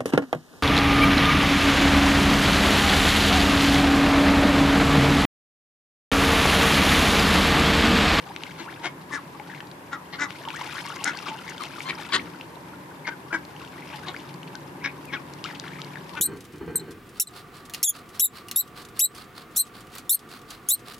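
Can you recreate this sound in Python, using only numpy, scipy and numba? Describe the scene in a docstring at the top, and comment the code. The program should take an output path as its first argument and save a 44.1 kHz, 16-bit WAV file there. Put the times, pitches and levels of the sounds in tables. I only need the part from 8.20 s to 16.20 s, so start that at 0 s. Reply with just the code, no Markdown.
"""On a lake, a few metres out from the bank, a flock of ducks jostles for food.
Their feet stir up spray, drops that plink and bubbles that plop and gurgle; their bills snap and nibble.
They give short, reedy quacks as the voice box claps and makes the throat and bill ring, and thin
whistles when they blow gently. A distant town rumbles behind, and the banks return a faint echo."""
import sys
import numpy as np
from scipy import signal
from scipy.fft import rfft, irfft
from scipy.io import wavfile
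from numba import njit

SR = 44100
rng = np.random.default_rng(int(sys.argv[2]) if len(sys.argv) > 2 else 0)


def int16_out(signal):
    """Quantize to a 16-bit WAV file."""
    q = np.round(np.clip(np.atleast_2d(signal).T, -1, 1) * 32767)
    wavfile.write(sys.argv[1], SR, q.astype(np.int16))


N = 352800
TIME = np.arange(N) / SR
FREQUENCIES_HZ = np.arange(N // 2 + 1) * SR / N
SIDES = np.array([[1], [-1]])   # left, right

# the tone of the open air: frequency_hz, relative_db
AIR_TONE = [(15, -58), (25, -37), (103, -6), (158, -2), (224, -9), (293, -9.5), (588, -7), (655, -11),
            (978, -3), (1310, -16), (1630, -11.5), (3730, -26), (6040, -30), (13800, -30), (15000, -42)]
# how alike the background is on the left and right: frequency_hz, likeness (0 to 1)
STEREO_LIKENESS = [(25, .4), (60, 0.95), (150, 0.95), (290, 0.96), (640, 0.47), (1400, 0), (4000, 0),
                   (15000, 0)]
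# far engines in the town: pitch_hz, width_hz, level_db
ENGINES = [(78.6, 3.6, -66), (118.5, 13, -65.5), (142.8, 6.5, -53.5), (156, 8.5, -54), (184.1, 7.2, -54.5),
           (283.5, 57, -54.5), (323, 92, -52.5), (960, 450, -55)]
# the slow swell of those engines: time_s, gain_db
ENGINE_SWELL = [(0, 1), (1.6, -0.5), (3.2, 1.6), (4.6, 0.5), (6.7, 3.5), (8, 2.5)]
# how hard the flock paddles: time_s, effort_db
PADDLING_EFFORT = [(0.0, -53), (0.49, -51.5), (0.76, -59), (1.23, -57), (1.98, -60), (2.09, -53),
                   (2.47, -44), (2.76, -44.5), (3.36, -51), (3.83, -46), (4.19, -56), (4.94, -61),
                   (5.86, -51), (6.28, -59), (7.2, -56.5), (7.38, -51), (7.73, -54), (8.0, -52.5)]
USUAL_EFFORT_DB = -54
# the tone of the fine spray: frequency_hz, relative_db
SPRAY_TONE = [(400, -27), (650, -8.5), (950, 0), (1400, -25), (2000, -4.5), (3500, -5.5), (5200, -10),
              (7000, -23), (9500, -17.5), (12500, -21), (15000, -52)]
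# large bubbles under feet and breasts: start_s, level_db, pitch_hz
BIG_BUBBLES = [(.063, -39, 770), (.461, -38.5, 930), (1.198, -34.5, 810), (2.252, -33, 995),
               (2.276, -27, 936), (2.367, -30, 1800), (2.413, -27.5, 950), (3.406, -30, 1210),
               (5.73, -40, 885), (5.742, -36.5, 877), (6.350, -38, 1545)]
# air pockets squeezed out of the water: middle_s, half_length_s, level_db, pitch_hz,
# rise_octaves (over each half)
AIR_POCKETS = [(0.111, .015, -38, 880, 0.37), (.486, 0.03, -38.5, 1520, 1), (1.304, 0.013, -39, 1856, .35),
               (1.335, 0.013, -39, 1755, 0.15), (2.347, .022, -33.5, 1354, .7),
               (2.587, .015, -36, 1832, 0.24), (2.724, 0.018, -51, 1320, 0.16),
               (3.994, 0.0099, -30.5, 2010, 0.67), (4.922, 0.013, -51, 2720, 0.48),
               (5.584, 0.024, -42.5, 1920, 0.71), (5.947, 0.0092, -33, 1640, 0.62),
               (7.254, 0.012, -32, 1280, 0.45), (7.773, 0.0072, -31.5, 1740, 0.089)]
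# bills snapping shut: start_s, level_db, lowest_pitch_hz
BILL_SNAPS = [(.163, -21.5, 2290), (0.2358, -20.5, 2540), (2.106, -23, 2050), (2.84, -23.5, 2970),
              (2.8434, -18.5, 5550), (3.4374, -23, 2220), (6.354, -30.5, 3430), (7.1368, -39.5, 4230),
              (7.2412, -22.5, 3000), (7.3983, -25, 3730), (7.6176, -25.5, 3080)]
# the tones a bill rings with: multiple_of_lowest_pitch, level_db, ring_s
BILL_TONES = [(1, 0.5, 0.0037), (1.24, 5.5, 0.0034), (1.5, 16.5, 0.00086), (1.9, 7, 0.001),
              (2.3, -7, 0.0024)]
# bills nibbling fast at the surface: start_s, end_s, level_db, swell_db, pitch_hz, unevenness
NIBBLE_RUNS = [(0.254, .33, -33.5, 1, 1860, 0.95), (1.283, 1.384, -33, 0, 1860, 1.02),
               (3.278, 3.329, -27.5, -5, 1870, .6), (3.418, 3.46, -35, 8, 2630, 1.14),
               (5.402, 5.481, -38, -5, 2440, 1.23), (5.609, 5.748, -35, 8, 2400, 0.2),
               (7.249, 7.32, -31, -3, 2370, 1.04), (7.439, 7.604, -32.5, -2, 1960, 0.57)]
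# the quacks: loudest_s, rise_s, fall_s, pitch_hz, throat_glide_octaves (per 30 ms), level_db,
# windpipe_hz, windpipe_db, lower_throat_hz, upper_throat_hz, upper_over_lower_db, bill_hz, bill_db,
# reedy_db, reedy_top_hz, rasp (0 to 1), left_delay_us
QUACK_CALLS = [(.402, 0.015, 0.015, 338, 0.086, -36, 880, -7, 1440, 2160, 3, 4100, -2, -5, 8000, 0.5, 54),
               (0.658, 0.018, .014, 357.7, 0.18, -27, 750, -1.5, 1500, 2120, 7, 3200, -6.5, -6, 10000, 0.37, 39),
               (.953, 0.026, 0.011, 287.6, -0.12, -28, 1000, -4, 1600, 1820, 10.5, 3620, -17.5, -9, 11000, 0.38, -3),
               (1.741, 0.018, 0.01, 277.2, 0.037, -31, 900, -3, 1350, 1950, 1, 3520, -14.5, -11, 8000, 0.33, -36),
               (1.938, 0.0098, 0.014, 371, 0.057, -34, 880, -2, 1970, 2800, -23.5, 4070, 5, -14, 7000, 0.66, 35),
               (2.025, 0.021, 0.016, 291.7, -.013, -24.3, 990, -2, 1510, 2000, 5.5, 3700, -15.5, -6.5, 7840, 0.2, -43),
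               (2.873, 0.015, 0.02, 291.5, -0.03, -24, 860, -7, 1486, 2130, -2, 5200, -13, -13.5, 10800, 0.4, -37),
               (3.084, 0.011, 0.013, 394, 0.068, -31.5, 900, -4, 1220, 2340, 11, 3150, 0.5, 0.5, 9000, 0.6, 2),
               (3.700, 0.01, 0.0074, 325.6, .034, -25, 1030, -5, 1840, 2320, -0.5, 3930, -6.5, -10, 11000, 0.56, -69),
               (3.950, 0.016, 0.012, 376, 0.25, -18, 1150, -2, 1400, 1900, 11.5, 3980, 2, -0.5, 11700, 0.53, -62),
               (4.877, 0.0076, 0.011, 309, -.15, -26.3, 900, 0.5, 1610, 2220, -0.5, 4480, -12, -15, 7000, 0.64, 36),
               (5.141, 0.011, .015, 330.4, -0.06, -23, 915, -3.5, 1560, 2254, -7.5, 3050, -19.5, -14.5, 10000, 0.31, 51),
               (5.887, 0.015, 0.011, 370.5, .08, -32.5, 785, -2, 1180, 2030, 11, 3860, 4.5, -8, 8000, 0.3, 8),
               (6.656, 0.013, 0.013, 279.8, -0.023, -25.2, 1010, -7, 1650, 2270, 0.5, 3670, -13.5, -6, 5600, 0.44, 33),
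               (6.943, 0.013, 0.0073, 280, 0.077, -27, 1100, -6, 1720, 2190, 0, 3320, -10, -9, 5500, 0.22, 25),
               (7.981, 0.013, 0.0082, 299, -0.011, -31, 900, -9, 1360, 2530, -4, 3270, -13.5, -18, 7000, 0.13, 16)]
# the high bands that make every quack reedy: centre_hz, width_hz, level_db
REEDY_BANDS = [(5210, 780, -13), (6600, 1000, -13.5), (8500, 940, -17), (9950, 700, -19.5)]
# thin whistles, around the quacks or alone: middle_s, half_length_s, level_db, pitch_hz,
# glide_octaves (over each half), arch_octaves
WHISTLE_CALLS = [(0.623, 0.039, -40, 896, -0.031, -0.12), (0.694, 0.023, -46, 1037, -0.43, -0.031),
                 (0.915, 0.02, -37, 1092, -.35, 0), (0.982, 0.023, -34.5, 1286, -0.38, 0.028),
                 (1.766, 0.033, -38, 1287, -0.16, 0.099), (1.997, 0.015, -31, 1387, -.4, 0.048),
                 (2.061, 0.037, -36.5, 1230, -0.44, 0.17), (2.917, 0.023, -38, 1370, -.25, 0.045),
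                 (3.069, 0.014, -30.5, 1160, -.45, 0.03), (3.125, 0.047, -35, 883, -0.033, -0.038),
                 (3.425, .025, -31, 1048, 0, -.15), (3.674, 0.04, -31, 1058, 0, 0.031),
                 (3.928, 0.01, -27.5, 1090, -0.23, -0.041), (3.977, 0.013, -36.5, 946, -0.17, 0.087),
                 (4.856, 0.013, -32.5, 2130, -0.13, 0.016), (4.924, 0.03, -36.5, 1580, 0.0037, 0.079),
                 (5.114, 0.013, -35.5, 1480, -0.077, 0.122), (5.131, 0.01, -34, 2240, -0.33, -0.0082),
                 (5.421, .025, -39.5, 1084, -.5, -0.14), (5.872, 0.019, -38, 1087, -0.41, 0),
                 (6.623, 0.02, -39.5, 2200, 0.36, -0.065), (6.634, 0.015, -41, 1002, -0.033, 0.021),
                 (6.694, 0.027, -39, 2480, -.05, 0.19), (6.897, 0.033, -40.5, 2380, -0.34, 0.094),
                 (6.959, 0.024, -34, 1490, -0.25, 0.1), (6.972, 0.013, -36.5, 2430, -0.22, -0.066),
                 (7.946, 0.022, -37, 953, -.25, 0)]
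USUAL_CALL_HZ, USUAL_CALL_DB = 320, -28   # an ordinary quack
# the largest drops landing on the water: start_s, level_db, pitch_hz
BIG_DROPS = [(1.198, -27, 2200), (1.348, -31, 2400), (1.404, -26, 1750), (1.4051, -23, 2980),
             (1.471, -35, 4560), (1.514, -29.5, 3850), (2.252, -24.5, 2900), (2.2863, -20, 3200),
             (2.304, -19.5, 2460), (2.582, -22.5, 1800), (2.664, -26.5, 5100), (2.413, -22, 2000),
             (2.9723, -20, 4500), (3.1894, -25, 2920), (3.605, -18.5, 2250), (3.38, -24.5, 3380),
             (3.453, -25, 3270), (4.211, -24, 2770), (5.251, -31.5, 4180), (5.364, -30.5, 2850),
             (5.449, -28.5, 3250), (5.964, -21.5, 2260), (6.141, -31.5, 4300), (6.231, -26, 2824),
             (7.441, -27, 1900), (7.481, -27, 3220), (7.646, -27.5, 4270), (7.757, -22.5, 1850)]
# handfuls of water flicked up by feet and wings: start_s, length_s, level_db, pitch_hz
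WATER_FLICKS = [(2.36, 0.017, -32, 5560), (2.41, 0.02, -31, 4020), (2.542, 0.0052, -35.5, 8500),
                (2.659, .006, -33, 10100), (2.736, 0.021, -44, 5500), (2.988, 0.0077, -30, 5540),
                (3.026, .006, -36, 6900), (3.295, 0.019, -33, 5960), (3.419, 0.0068, -34, 10000),
                (3.434, 0.0073, -30.5, 8100), (3.619, 0.05, -36, 8000), (3.81, 0.046, -42, 9500),
                (5.734, 0.041, -33.5, 2890), (5.997, 0.045, -39, 3050), (6.09, 0.021, -41, 3480),
                (6.275, 0.018, -37, 2780), (6.854, .002, -35, 10500), (7.257, .04, -31.5, 3030),
                (7.348, .025, -33.5, 3000)]
# how the flock reaches the two microphones: frequency_hz, left_lag_radians, left_over_right_db
MICROPHONE_SHADING = [(100, -.05, 0), (330, -.1, 0), (1000, -.42, 1.5), (1150, -.4, 5), (1400, -.2, 7.2),
                      (2000, -.05, 7.2), (4000, .6, 6.8), (12000, .9, 7)]


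def from_db(db):
    """Turn decibels into a number to multiply by."""
    return 10 ** (np.asarray(db) / 20)


def rms_one(x):
    """Scale a sound to an average strength (rms) of 1."""
    return x / np.sqrt(np.mean(x ** 2) + 1e-20)


def in_time(rows):
    """Join (time_s, value) points into a curve over the whole scene."""
    return np.interp(TIME, *np.transpose(rows))


def in_frequency(rows):
    """Join (frequency_hz, value) points into a curve, giving every octave equal room."""
    hz, value = np.transpose(rows)
    return np.interp(np.log(FREQUENCIES_HZ + 1), np.log(hz), value)


def add(track, start_s, sound):
    """Mix a sound into a track."""
    i = int(np.clip(start_s * SR, 0, N - 1))
    track[..., i:i + sound.shape[-1]] += sound[..., :N - i]


def variations(shape):
    """Bell-curve random numbers, kept between -2 and 2."""
    return np.clip(rng.standard_normal(shape), -2, 2)


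def random_events(per_s, traits):
    """Pick random start samples, each with a few random numbers to make it different."""
    starts = np.flatnonzero(rng.random(N) < per_s / SR)
    return zip(starts, variations((len(starts), traits)))


def keep_band(x, hz, kind, order=2):
    """Keep the "low" or the "high" side of a frequency."""
    sections = signal.butter(order, min(hz, .45 * SR), kind, fs=SR, output="sos")
    return signal.sosfilt(sections, x + 1e-18)


def hollow(x, hz, width_hz):
    """Ring like a hollow space: two wider resonances in a row narrow to about width_hz."""
    r = np.exp(-np.pi * 1.5 * width_hz / SR)
    forward = np.array([1, 0, -1]) * (1 - r * r) / 2
    feedback = [1, -2 * r * np.cos(2 * np.pi * hz / SR), r * r]
    return signal.lfilter(forward, feedback, signal.lfilter(forward, feedback, x))


@njit
def moving_hollow(x, hz, width_hz):
    """Ring like a hollow space that changes shape; hz has one value for each sample."""
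    r = np.exp(-np.pi * width_hz / SR)
    out, state = np.zeros(len(x)), 0j
    for i in range(len(x)):
        state = state * r * np.exp(2j * np.pi * hz[i] / SR) + x[i]
        out[i] = 2 * (1 - r) * state.real
    return out


def place(x, pan_db):
    """Make the left side louder than the right by pan_db."""
    gains = from_db(SIDES * pan_db / 2)
    return x * gains / gains.mean()


def from_side(x, delay_us):
    """Let a short sound reach the left microphone delay_us later than the right."""
    turn = np.pi * delay_us / 1e6 * np.arange(len(x) // 2 + 1) * SR / len(x)
    return irfft(rfft(x) * np.exp(-1j * turn * SIDES), len(x))


def surrounding_noise(tone_db=0):
    """Noise from all around: alike on both sides in the bass, unrelated in the treble."""
    middle, side = rfft(rng.standard_normal((2, N)))
    alike = np.clip(in_frequency(STEREO_LIKENESS), 0, .995)
    pair = np.sqrt(1 + alike) * middle + np.sqrt(1 - alike) * side * SIDES
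    return rms_one(irfft(pair * from_db(tone_db), N))


def town_and_air(air_db=-44.5, surge_at_s=4.03, surge_width_s=.08, surge_db=7):
    """Far engines drone in narrow bands, with one brief surge, over the hush of open air."""
    noise = surrounding_noise()
    drone = sum(from_db(db) * rms_one(hollow(noise, hz, width_hz)) for hz, width_hz, db in ENGINES)
    surge = surge_db * np.exp(-((TIME - surge_at_s) / surge_width_s) ** 2)
    swell = from_db(in_time(ENGINE_SWELL) + surge)
    air = from_db(air_db) * surrounding_noise(in_frequency(AIR_TONE))
    return place(drone * swell + air, pan_db=1.0)


def paddling_effort():
    """How hard the flock paddles at each moment; 1 is usual."""
    return from_db(in_time(PADDLING_EFFORT) - USUAL_EFFORT_DB)


def ring(hz, ring_s, glide, onset_s):
    """A tone that fades by 60 dB in ring_s; a bubble's pitch glides as it nears the surface."""
    t = np.arange(int(ring_s * SR) + 8) / SR
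    tone = np.sin(2 * np.pi * hz * t * (1 + glide * t / ring_s / 2))
    return tone * from_db(-60 * t / ring_s) * (1 - np.exp(-t / onset_s))


def drop(hz, ring_s, slap_gain=.52, slap_s=.0035):
    """A drop slaps the surface and traps a small bubble, which rings."""
    bubble = ring(hz, ring_s, glide=rng.uniform(-.05, .2), onset_s=.00015)
    t = np.arange(len(bubble)) / SR
    slap = rng.standard_normal(len(t)) * np.exp(-t / slap_s)
    return 1.05 * bubble + slap_gain * hollow(slap, min(.59 * hz, SR / 4), .71 * hz)


def spray(per_s=4000, scatter_db=-7):
    """Countless tiny bursts, a few of them large, crackle from all over the flock."""
    sizes = from_db(2.5 * np.minimum(rng.exponential(1, N), 3)) * rng.choice([-1, 1], N)
    clicks = sizes * (rng.random(N) < per_s / SR)
    pair = clicks * from_db(scatter_db * rng.standard_normal((2, N)))
    return rms_one(irfft(rfft(pair) * from_db(in_frequency(SPRAY_TONE)), N))


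def paddling(usual_per_s=220, centre_hz=2800, spread=.61, cycles=30, level_db=-51, slosh_db=4):
    """Feet stir the water: more effort throws more and louder droplets over a sloshing spray."""
    droplets, effort = np.zeros((2, N)), paddling_effort()
    for i, (pitch, size, side, linger) in random_events(usual_per_s * np.clip(effort, .2, 6), 4):
        hz = min(centre_hz * np.exp(spread * pitch), SR / 4)
        gain = from_db(3 * size - 3 * max(pitch, 0)) * effort[i]   # small, high drops are the weakest
        droplet = drop(hz, cycles / hz * np.exp(.3 * linger))
        add(droplets, i / SR, place(gain * droplet, pan_db=2 * side))
    droplets = rms_one(droplets) * np.sqrt(np.mean(effort ** 2))
    slosh = from_db(slosh_db * rms_one(keep_band(rng.standard_normal(N), 20.6, "low")))
    return from_db(level_db) * (droplets + .55 * spray() * effort * slosh)


def drips(usual_per_s=14, level_db=-46, centre_hz=3310, spread_octaves=.56, cycles=40):
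    """Water runs off bills and feathers in plinks, more and louder as the flock gets busy."""
    out, busy = np.zeros((2, N)), np.sqrt(paddling_effort())
    for i, (pitch, size, side, glide) in random_events(usual_per_s * busy, 4):
        hz = centre_hz * 2 ** (spread_octaves * pitch)
        plink = ring(hz, cycles / hz, glide=.1 * (1 + glide), onset_s=.0002)
        add(out, i / SR, place(busy[i] * from_db(level_db + .5 * size) * plink, pan_db=2 * side))
    return out


def finest_droplets(usual_per_s=45, level_db=-50, centre_hz=8200, spread_octaves=.456, cycles=45):
    """The finest droplets tick high and clear, mostly while the flock thrashes."""
    out, effort = np.zeros((2, N)), paddling_effort()
    for i, (pitch, size, side) in random_events(usual_per_s * effort, 3):
        hz = min(centre_hz * 2 ** (spread_octaves * pitch), SR / 3)
        tick = ring(hz, cycles / hz, glide=.1, onset_s=.0001)
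        add(out, i / SR, place(effort[i] * from_db(level_db + .5 * size) * tick, pan_db=2 * side))
    return out


def plop(hz):
    """A large bubble rings, usually rising in pitch."""
    return ring(hz, ring_s=.059, glide=rng.uniform(-.17, .74), onset_s=.00014)


def plops(boost_db=3.5, gulps_per_s=8.2, gulp_db=-39, gulp_hz=972, spread_octaves=.318):
    """Feet and breasts trap large bubbles: some stand out, softer gulps come with the paddling."""
    out, busy = np.zeros(N), np.sqrt(paddling_effort())
    for start_s, db, hz in BIG_BUBBLES:
        add(out, start_s, from_db(db + boost_db) * plop(hz))
    for i, (pitch, softness) in random_events(gulps_per_s * busy, 2):
        gulp = plop(gulp_hz * 2 ** (spread_octaves * pitch))
        add(out, i / SR, busy[i] * from_db(gulp_db - 2 * softness) * gulp)
    return out


def air_pocket(half_s, hz, rise_octaves, quiver=.039, flutter=.35):
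    """A shrinking, wobbling pocket of air sings upward, loudest in the middle."""
    position = np.arange(-half_s, half_s, 1 / SR) / half_s   # -1 to 1
    shakes = rms_one(keep_band(rng.standard_normal((2, len(position) + SR // 50)), 200, "low"))
    pitch_shake, level_shake = shakes[:, -len(position):]
    pitch_hz = hz * 2 ** (rise_octaves * position) * (1 + quiver * pitch_shake)
    swell = np.cos(np.pi * position / 2) ** 2 * (1 + flutter * level_shake)
    return np.sin(2 * np.pi * np.cumsum(pitch_hz) / SR) * swell


def gurgles(burbles_per_s=6.5, burble_db=-45, burble_hz=2001, burble_half_s=.0074, spread_octaves=.68):
    """Air is squeezed out of the water: clear gurgles, and small burbles that come with the paddling."""
    out, effort = np.zeros(N), paddling_effort()
    for middle_s, half_s, db, hz, rise_octaves in AIR_POCKETS:
        add(out, middle_s - half_s, from_db(db) * air_pocket(half_s, hz, rise_octaves))
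    for i, (pitch, size, rise) in random_events(burbles_per_s * effort, 3):
        ratio = 2 ** (spread_octaves * pitch)   # small pockets are high and brief
        burble = air_pocket(burble_half_s / np.sqrt(ratio), burble_hz * ratio, .21 * (1 + .5 * rise))
        add(out, i / SR, effort[i] * from_db(burble_db + 2.5 * size) * burble)
    return out


def snaps(boost_db=3.5, top_hz=11500):
    """The two halves of a bill meet, and it rings for a few thousandths of a second."""
    out = np.zeros(N)
    for start_s, db, hz in BILL_SNAPS:
        snap = np.zeros(SR // 20)
        for k, (multiple, tone_db, ring_s) in enumerate(BILL_TONES):
            tone = ring(hz * multiple * rng.normal(1, .0088), ring_s, glide=0, onset_s=.0001)
            snap[:len(tone)] += (-1) ** k * from_db(tone_db + rng.normal(0, 1)) * tone
        add(out, start_s, from_db(db + boost_db) * keep_band(snap, top_hz, "low"))
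    return out


def bite(hz, uneven, squirt_db=-12.5, squirt_s=.0043):
    """A closing bill squeezes out a chirp of air; a sloppy bite rises less and squirts more water."""
    t = TIME[:SR // 20]
    squirt = rms_one(hollow(rng.standard_normal(len(t)), min(1.25 * hz, SR / 4), width_hz=hz))
    swell = t / squirt_s * np.exp(1 - t / squirt_s)
    out = from_db(squirt_db) * (1 + uneven) / 2 * squirt * swell
    add(out, 0, air_pocket(half_s=.004, hz=hz, rise_octaves=.5 * (1 - uneven / 2)))
    return out


def nibbles(bites_per_s=74.8, trim_db=-5, spread=.196, jitter_s=.003, lead_s=.004):
    """Bills rattle at the surface in quick, uneven runs of small bites."""
    out = np.zeros(N)
    for start_s, end_s, db, swell_db, hz, uneven in NIBBLE_RUNS:
        times = np.arange(start_s, end_s, 1 / bites_per_s)
        for time_s, progress in zip(times, np.linspace(-.5, .5, len(times))):
            pitch, late, size = uneven * variations(3)
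            gain = from_db(db + trim_db + swell_db * progress + 2 * size)
            add(out, time_s + jitter_s * late - lead_s, gain * bite(hz * np.exp(spread * pitch), uneven))
    return out


def voice_box(t, pitch_hz, swell, rasp, jitter=.018, sag=.05, uneven_db=12):
    """A duck's voice box claps once a cycle and lets out a puff of air; rasp favours the puffs."""
    wobble_times = np.arange(-.08, .09, .004)
    wobble, force = [np.interp(t, wobble_times, row)
                     for row in rng.standard_normal((2, len(wobble_times)))]
    drift = 1 + jitter * np.sqrt(rasp) * wobble - sag * (1 - swell)   # pitch sags with the pressure
    cycles = np.cumsum(pitch_hz * drift) / SR
    cycles -= cycles[len(t) // 2]
    claps = np.diff(np.floor(cycles), prepend=np.floor(cycles[0])) * from_db(uneven_db * rasp * force)
    puffs = keep_band(rng.standard_normal(len(t)), 4700, "low", order=1) * np.exp(-3 * (cycles % 1))
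    return swell * np.sqrt(1 - rasp) * rms_one(claps), swell * np.sqrt(rasp) * rms_one(puffs)


def quack(rise_s, fall_s, pitch_hz, glide, windpipe_hz, windpipe_db, lower_hz, upper_hz, upper_db,
          bill_hz, bill_db, reedy_db, reedy_top_hz, rasp, chest_db):
    """The voice box makes the moving throat, the chest and the bill ring; loudest in the middle."""
    t = np.arange(-.08, .08, 1 / SR)
    from_peak = np.abs(t) / np.where(t < 0, rise_s, fall_s)
    steepness = np.where(t < 0, 3.5, 1.84)
    swell = .9 * np.exp(-.5 * from_peak ** steepness) + .1 * np.exp(-(from_peak / 2.2) ** 2)
    bend = 2 ** (glide * np.clip(t / .03, -1, 1))
    gentle_bend = bend ** .37   # the pitch and the upper throat follow only part of the way
    claps, puffs = voice_box(t, pitch_hz * gentle_bend, swell, rasp)
    into_throat, into_bill = claps + .65 * puffs, claps + puffs

    lower = moving_hollow(into_throat, lower_hz * bend, width_hz=170)
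    upper = moving_hollow(into_throat, upper_hz * gentle_bend, width_hz=170)
    tilt = from_db(upper_db / 2)
    throat = keep_band(lower / tilt - upper * tilt, 1.28 * upper_hz, "low", order=6)
    throat = keep_band(throat, 700, "high")
    chest = from_db(chest_db - 2.7) * hollow(into_throat, hz=300, width_hz=137)
    windpipe = from_db(chest_db + windpipe_db) * hollow(into_throat, windpipe_hz, width_hz=340)

    narrow = from_db(bill_db - 8.5) * hollow(into_bill, bill_hz, width_hz=360)
    broad = from_db(bill_db - 6.5) * hollow(into_bill, hz=3100, width_hz=1670)
    bill = keep_band(narrow + broad, 1.41 * bill_hz, "low", order=6)
    reedy = sum((-1) ** k * from_db(db + reedy_db) * hollow(into_bill, hz, width_hz)
                for k, (hz, width_hz, db) in enumerate(REEDY_BANDS))
    reedy = keep_band(reedy, reedy_top_hz, "low", order=8)
    return rms_one(throat + chest + windpipe + bill + reedy) * np.sqrt(np.mean(swell ** 2))


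def quacks():
    """Ducks quack here and there in the flock; higher and softer quacks carry more chest."""
    out = np.zeros((2, N))
    for loudest_s, rise_s, fall_s, pitch_hz, glide, db, *voice, delay_us in QUACK_CALLS:
        chest_db = -.5 + .1 * (pitch_hz - USUAL_CALL_HZ) - .5 * (db - USUAL_CALL_DB)
        call = quack(rise_s, fall_s, pitch_hz, glide, *voice, chest_db)
        add(out, loudest_s - len(call) / SR / 2, from_db(db) * from_side(call, delay_us))
    return out


def whistle(half_s, hz, glide, arch, overtone_db, top_hz=4760, quiver=.03, flutter=.25):
    """At low pressure the voice box whistles a quivering, arching tone."""
    position = np.arange(-half_s, half_s, 1 / SR) / half_s   # -1 to 1
    pitch_shake, level_shake = rms_one(keep_band(rng.standard_normal((2, len(position))), 330, "low"))
    octaves = glide * position - arch * (2 * position) ** 2
    phase = 2 * np.pi * np.cumsum(hz * 2 ** octaves * (1 + quiver * pitch_shake)) / SR
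    swell = np.cos(np.pi * position / 2) ** 2 * (1 + flutter * level_shake)
    overtones = sum(np.sin(k * phase) for k in range(2, int(top_hz / hz) + 1))
    return (np.sin(phase) + from_db(overtone_db) * overtones) * swell


def whistles():
    """Each whistle comes from the duck that quacks nearest in time; louder ones are brighter."""
    out = np.zeros((2, N))
    for middle_s, half_s, db, *tune in WHISTLE_CALLS:
        *_, delay_us = min(QUACK_CALLS, key=lambda row: abs(row[0] - middle_s))
        overtone_db = min(-3.5 + 3 * (db - USUAL_CALL_DB), 0)
        call = whistle(half_s, *tune, overtone_db)
        add(out, middle_s - half_s, from_db(db) * from_side(call, delay_us))
    return out


def big_drops(cycles=20):
    """The largest drops land one by one, each with a short plink."""
    out = np.zeros(N)
    for start_s, db, hz in BIG_DROPS:
        add(out, start_s, from_db(db) * drop(hz, cycles / hz))
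    return out


def spatters(droplets_per_s=700, spread_octaves=.444, cycles=32, fade_db=20.5):
    """A flick of a foot or wing throws a handful of tiny droplets; the largest land first."""
    out = np.zeros(N)
    for start_s, length_s, db, centre_hz in WATER_FLICKS:
        count = 2 + int(droplets_per_s * length_s)
        for k, (pitch, softness, late) in enumerate(variations((count, 3))):
            progress = (k + .4 * late * (k > 0)) / count
            hz = min(centre_hz * 2 ** (spread_octaves * pitch), SR / 3)
            gain = from_db(db - 1.5 * softness - fade_db * progress)
            add(out, start_s + length_s * progress, gain * drop(hz, cycles / hz))
    return out


def bank_echo(x, near_db=-15, near_s=.04, far_db=-18, far_s=.14):
    """Ripples and reeds scatter the sound at once; trees along the shore add a dull, faint tail."""
    t = TIME[:SR]
    near, far = rng.standard_normal((2, 2, SR))
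    near = keep_band(near, 9000, "low") * from_db(-60 * t / near_s)
    far = keep_band(far, 3500, "low") * from_db(-60 * t / far_s) * (1 - np.exp(-t / .0076))
    echo = (from_db(near_db) * rms_one(near) + from_db(far_db) * rms_one(far)) / np.sqrt(SR)
    return signal.fftconvolve(x.mean(axis=0)[None], echo, axes=1)[:, :N]


def microphone_shading(x):
    """The case around two microphones shifts their timing and shades the right one from the treble."""
    table = np.array(MICROPHONE_SHADING)
    lag_radians, pan_db = in_frequency(table[:, [0, 1]]), in_frequency(table[:, [0, 2]])
    gains = from_db(SIDES * pan_db / 2)
    return irfft(rfft(x) * gains / gains.mean(axis=0) * np.exp(-.5j * lag_radians * SIDES), N)


def scene():
    """The flock to the left of centre, its echo, and the town behind."""
    flock = quacks() + whistles() + snaps() + nibbles()
    flock += big_drops() + plops() + gurgles() + paddling() + drips() + spatters() + finest_droplets()
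    return microphone_shading(flock) + bank_echo(flock) + town_and_air()


def record(dry):
    """The microphone thins the deepest bass, below 55 Hz; the treble is cut above 14800 Hz."""
    treble_cut = signal.ellip(10, .1, 80, 14800, fs=SR, output="sos")
    return signal.sosfilt(treble_cut, keep_band(dry, 55, "high"))


dry = scene()
out = record(dry)
int16_out(out)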